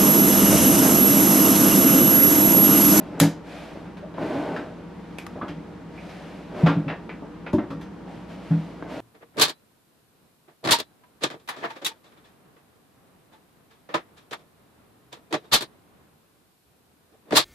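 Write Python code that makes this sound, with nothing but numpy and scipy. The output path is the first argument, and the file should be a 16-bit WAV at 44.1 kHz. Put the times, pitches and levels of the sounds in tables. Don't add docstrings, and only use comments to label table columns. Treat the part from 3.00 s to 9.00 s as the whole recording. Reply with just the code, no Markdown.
import sys
import numpy as np
from scipy import signal
from scipy.fft import rfft, irfft, next_fast_len
from scipy.io import wavfile
from scipy.ndimage import map_coordinates

SR = 44100
rng = np.random.default_rng(int(sys.argv[2]) if len(sys.argv) > 2 else 0)


def int16_out(signal):
    q = np.round(np.clip(np.atleast_2d(signal).T, -1, 1) * 32767)
    wavfile.write(sys.argv[1], SR, q.astype(np.int16))


N = 264776
T = np.arange(N) / SR
RING_T = np.arange(SR // 2) / SR


def amp(db):
    return 10 ** (np.asarray(db) / 20)


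def unit(x):
    return x / np.sqrt(np.mean(x ** 2) + 1e-20)


def along(points, hz):
    f, values = np.transpose(points)
    return np.interp(np.log(hz + 1), np.log(f + 1), values)


def peak(hz, centre, width):
    return 1 / (1 + (2 * (hz - centre) / width) ** 2)


def lift(resonances, hz):
    return sum(db * peak(hz, centre, width) for centre, width, db in resonances)


def filtered(x, response):
    n = x.shape[-1]
    padded = next_fast_len(n + 8192)
    gain = response(np.fft.rfftfreq(padded, 1 / SR))
    return irfft(rfft(x, padded) * gain, padded)[..., :n]


def add(track, start, sound):
    part = track[..., max(round(start * SR), 0):][..., :sound.shape[-1]]
    part += sound[..., :part.shape[-1]]


# f/Hz, side minus mid/dB
STEREO_WIDTH = [(60, -29.5), (110, -24.5), (200, -21), (380, -12), (700, -13.5), (1290, -15), (2380, -10.5),
                (4400, -8.5), (8120, -3.5), (15000, -4.5)]
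def diffuse(size, side_db):
    mid, side = rng.standard_normal((2, size))
    side = filtered(side, lambda hz: amp(along(STEREO_WIDTH, hz) + side_db))
    return np.array([mid + side, mid - side])


def room(x, wet_db, t60):
    tail = diffuse(len(RING_T), side_db=-0.5) * amp(-60 * RING_T / t60) * (1 - np.exp(-RING_T / .008))
    tail /= np.linalg.norm(tail[0])
    return x + amp(wet_db) * signal.fftconvolve(x[None], tail, axes=1)[:, :N]


def wobble(rate):
    knots = rng.standard_normal(int(N * rate / SR) + 4)
    return map_coordinates(knots, [np.arange(N) * rate / SR])


# f/Hz, relative level/dB
ROOM_AIR = [(15, -33.5), (25, -20.5), (109, -6.5), (139, -8), (181, 2.5), (250, -5.5), (318, -4.5),
            (709, -18.5), (927, -16.5), (1000, -18.5), (1210, -18.5), (1910, -27), (2240, -33),
            (12800, -58), (15000, -58)]
# f/Hz, rms level/dB
MOTOR_TONES = [(59.2, -56.5), (166.9, -47.5), (306.8, -64), (479.1, -56.5), (818.3, -61.5), (936.7, -60.5)]
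def room_tone(air_db=-42, drone_db=-47, waver_rad=0.26):
    air = unit(filtered(diffuse(N, side_db=7.5), lambda hz: amp(along(ROOM_AIR, hz))))
    hum, lowest_hz = np.zeros(N), MOTOR_TONES[0][0]
    for hz, db in MOTOR_TONES:
        drift = waver_rad * hz / lowest_hz * wobble(3)
        hum += amp(db) * np.sqrt(2) * np.sin(2 * np.pi * hz * T + drift)
    hollow = lambda hz: peak(hz, 179, 24) + peak(hz, 296.4, 39)
    drone = unit(filtered(diffuse(N, side_db=-19.5), hollow))
    return amp(air_db) * air + hum + amp(drone_db) * drone


# f/Hz, relative level/dB
BEARING_SPECTRUM = [(59, -59), (110, -15), (170, -6), (215, -9), (287, -2), (420, -8), (500, -10),
                    (600, -8.5), (800, -12), (1330, -22), (2500, -29), (5000, -44), (14000, -64)]
# f/Hz, width/Hz, lift/dB
FRAME_RESONANCES = [(293, 71, 4), (620.5, 50, 7), (850, 320, 0.5), (1510, 80, 7)]
# start t/s, run-up/s, release t/s, relative level at full speed/dB
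DRAWER_PUSHES = [(-.05, .03, 0.0081, -39), (.09, .1, .19, -36), (1.161, 0.054, 1.527, -29),
                 (3.48, 0.2, 3.634, -28.5), (5.76, 0.34, 5.97, -31.5)]
def rolling(level_db=1, coast_db_per_s=74, ticks_per_s=380, tick_db=1):
    speed = np.zeros(N)
    for start, run_up, release, db in DRAWER_PUSHES:
        coast_db = coast_db_per_s * np.maximum(T - release, 0)
        speed += amp(db + level_db - coast_db) * np.clip((T - start) / run_up, 0, 1)
    ticks = unit((rng.random(N) < ticks_per_s / SR) * rng.standard_normal(N))
    rumble = diffuse(N, side_db=-15)
    drive = rumble + amp(tick_db) * unit(room(ticks, wet_db=5, t60=.25))
    colour = lambda hz: amp(along(BEARING_SPECTRUM, hz) + lift(FRAME_RESONANCES, hz))
    return speed * unit(filtered(drive, colour))


def swell(fastest, rise, sharpness=1.6):
    progress = np.maximum(1 + (T - fastest) / rise, 0)
    return (progress * np.exp(1 - progress)) ** sharpness


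# f/Hz, relative level/dB
CLOTH_SPECTRUM = [(200, -45.5), (600, 9.5), (1100, -4.5), (2300, -4.5), (4300, -13.5), (5500, -18.5),
                  (7000, -24), (12500, -31.5), (15000, -51)]
# fastest t/s, rise/s, relative level/dB
ARM_STROKES = [(.04, 0.12, -58.5), (0.562, 0.14, -48.5), (1.32, 0.19, -50), (2.2, 0.42, -61.5),
               (3.14, 0.28, -53), (3.61, 0.088, -50.5), (5.14, 0.096, -57.5), (5.32, 0.048, -53.5),
               (5.52, 0.19, -54), (5.95, 0.085, -48.5)]
def sleeve(level_db=7, resting_db=-63):
    stroke_power = sum((amp(db) * swell(fastest, rise)) ** 2 for fastest, rise, db in ARM_STROKES)
    rustle = unit(filtered(diffuse(N, side_db=0), lambda hz: amp(along(CLOTH_SPECTRUM, hz))))
    return rustle * amp(level_db) * np.sqrt(amp(resting_db) ** 2 + stroke_power)


def frame_modes(count=120, band_hz=(1300, 14500)):
    hz = np.fft.rfftfreq(len(RING_T), 1 / SR)
    bins = np.searchsorted(hz, rng.uniform(*band_hz, count))
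    strength, phase, turn = rng.standard_normal((3, count))
    phase_apart = turn * amp(along(STEREO_WIDTH, hz[bins])) * np.array([[1], [-1]])
    spectrum = np.zeros((2, len(hz)), complex)
    spectrum[:, bins] = amp(2.5 * strength) * np.exp(1j * (np.pi * phase + phase_apart))
    return unit(irfft(spectrum, len(RING_T)))


# f/Hz, t60/s
FRAME_DECAY = [(400, 0.26), (2800, 0.24), (6000, 0.26), (11000, 0.18)]
def frame_ring(modal_share=.45):
    noise = diffuse(len(RING_T), side_db=-5.5)
    steady = np.sqrt(1 - modal_share) * noise + np.sqrt(modal_share) * frame_modes()
    hz, t, spectra = signal.stft(steady, SR, nperseg=256)
    decay = amp(-60 * t / along(FRAME_DECAY, hz)[:, None])
    _, ring = signal.istft(spectra * decay, SR, nperseg=256)
    return ring[..., :len(RING_T)]


# f/Hz, gain/dB
STEEL_BLOW = [(70, -6.5), (280, 15), (650, 15.5), (1600, 12), (3700, 7.5), (9500, 5.5), (12500, 8),
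              (15000, -10)]
# f/Hz, gain per unit of softness/dB
SOFTNESS_TILT = [(280, 0.62), (650, 0.5126), (1600, 0), (3700, -1), (9500, -4.5), (15000, -4.5)]
# f/Hz, width/Hz, lift/dB
RINGING_PEAKS = [(2700, 85, 2), (3390, 170, 2), (4000, 50, 3.5), (5050, 500, 4), (6100, 64, 9.5),
                 (6900, 70, 9), (7740, 100, 9.5), (10400, 580, 8), (12450, 220, 5)]
# t/s, relative level/dB, softness (0 = bare steel), snap against ring/dB, part's f/Hz, its lift/dB
CONTACTS = [(0.2005, -26, 0.12, 8, 3350, 3.5), (.224, -29, 5.4, -5, 794, 10.6),
            (.755, -48.5, 26.4, 1.5, 575, 6), (.854, -50, 9, -3, 800, 8), (.971, -49, 5.8, 4.5, 2400, 4.2),
            (1.031, -54.5, 16.3, 4.5, 600, 22.8), (1.141, -47, 8.2, 0, 605, 12),
            (1.182, -47.5, 20, 13.5, 984, 13.4), (1.564, -38, 7.2, 4, 1524, 12.4),
            (2.185, -45.5, 2.75, 10.5, 2350, 13.6), (2.266, -55, 3, 19.5, 1250, 15.5),
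            (2.356, -48.5, 28, 0.5, 750, 6.6), (2.413, -36.5, 16, -3, 1160, 12.4),
            (2.481, -41.5, 6.1, -6, 3000, 7.7), (2.975, -54.5, 7.7, -13.5, 2340, 20),
            (3.09, -49, 5, -10, 5500, 7), (3.588, -50, 16, -4, 620, 17),
            (3.661, -22.5, 8.7, -10, 1170, 6.5), (3.69, -29.5, 9.6, -1, 1360, 2),
            (3.88, -34.5, 9.7, -4, 2500, 10.4), (3.896, -32, 11.6, -3.5, 1900, 5.5),
            (4.093, -41, 9.7, 3.5, 2390, 9.4), (4.223, -52.5, 36, 2, 1060, 6.4),
            (4.462, -37.5, 10, -15, 2520, 6.5), (4.531, -43.5, 4.1, 3, 980, 19),
            (4.585, -36.5, 16, 4, 1100, 4.6), (4.704, -43, 6.1, -2, 1150, 13.7),
            (4.81, -45.5, 5.1, -7, 333, 9.7), (5.077, -50, 15, -3, 795, 13),
            (5.511, -42.5, 22, -2.5, 1600, 5), (5.825, -50, 16.6, 13.5, 675, 6.2)]
def clacks(level_db=-1, snap_t60=0.02, part_q=3.5, hard_rise_s=0.0014, rise_s_per_softness=.00008):
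    out = np.zeros((2, N))
    lead = 256
    for start, db, softness, snap_db, part_hz, part_db in CONTACTS:
        rise = hard_rise_s + rise_s_per_softness * softness
        ring = frame_ring() * (1 - np.exp(-RING_T / rise))
        snap = amp(snap_db - 60 * RING_T / snap_t60) * diffuse(len(RING_T), side_db=2.5)
        blow = np.pad(ring + snap, [(0, 0), (lead, 0)])
        peaks = RINGING_PEAKS + [(part_hz, part_hz / part_q, part_db)]
        contact_db = lambda hz: along(STEEL_BLOW, hz) + softness * along(SOFTNESS_TILT, hz)
        clack = filtered(blow, lambda hz: amp(contact_db(hz) + lift(peaks, hz)))
        add(out, start - lead / SR, amp(db + level_db) * clack)
    return out


def panel(modes, tilt, rise, pitch=1):
    main_hz = max(modes, key=lambda mode: mode[1])[0]
    ring = np.zeros(len(RING_T))
    for hz, db, t60 in modes:
        struck_db = db + tilt * abs(np.log2(hz / main_hz))
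        ring += amp(struck_db - 60 * RING_T / t60) * np.sin(2 * np.pi * hz * pitch * RING_T)
    attack = np.sin(np.pi / 2 * np.minimum(RING_T / rise, 1)) ** 2
    return ring * attack


def choke(free, t60):
    return amp(-60 * np.maximum(RING_T - free, 0) / t60)


# f/Hz, relative level/dB, t60/s
CABINET_MODES = [(110.5, -14.5, 0.28), (143, -45, 0.066), (167.2, -1, 0.4), (208.3, -16.5, 0.99),
                 (292, -4.5, 0.28), (335, -19.5, 0.9), (419.6, -22, 0.35), (511, -20, 0.3), (580, -17, 0.2),
                 (693, -27.5, .25)]
# t/s, relative level/dB, rise/s, tilt/(dB per octave), free ring/s, pitch factor
CABINET_BUMPS = [(.205, -7.5, 0.012, 3, 0.069, 0.98), (1.356, -26.5, .01, 9.5, 0.037, 0.98),
                 (2.496, -29, 0.0017, 1.5, 0.02, 1), (2.559, -30, 0.01, -1, 0.031, 0.98),
                 (3.632, -2, 0.0094, -24, 0.013, 0.99), (3.668, -16, 0.0032, 3, 0.15, 0.97),
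                 (3.759, -11, 0.016, -5, 0.039, 0.99), (3.854, -20.5, 0.016, 0, 0.027, 0.93),
                 (3.881, -38, 0.0028, -5, 0.059, 0.87), (4.705, -29, 0.0025, 5, 0.24, 0.95),
                 (5.503, -8, 0.015, -12, 0.092, .98)]
def cabinet_bumps():
    out = np.zeros(N)
    for start, db, rise, tilt, free, pitch in CABINET_BUMPS:
        add(out, start, amp(db) * panel(CABINET_MODES, tilt, rise, pitch) * choke(free, t60=0.21))
    return room(out, wet_db=-11, t60=.24)


# f/Hz, relative level/dB, t60/s
LINER_MODES = [(110.3, -7, 0.3), (215, -3, 0.25), (248.4, 6, 0.099), (314, 3, 0.15), (363.4, -7, 0.9),
               (589, -9, 0.25), (897, -22.5, .1)]
# t/s, relative level/dB, tilt/(dB per octave)
LINER_KNOCKS = [(2.354, -39.5, 5), (2.42, -31.5, 2.5), (4.533, -14, 2.5), (4.546, -28.5, 10),
                (4.575, -18.5, -6)]
def liner_knocks():
    out = np.zeros(N)
    for start, db, tilt in LINER_KNOCKS:
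        add(out, start, amp(db) * panel(LINER_MODES, tilt, rise=0.0068) * choke(free=0.027, t60=0.24))
    return room(out, wet_db=-11, t60=0.42)


def scene():
    balance = amp([[.15], [-.15]])
    return (room_tone() + rolling() + sleeve() + clacks() + cabinet_bumps() + liner_knocks()) * balance


def record(dry, top_hz=15300):
    return filtered(dry, lambda hz: 1 / np.sqrt(1 + (hz / top_hz) ** 120))


dry = scene()
out = record(dry)
int16_out(out)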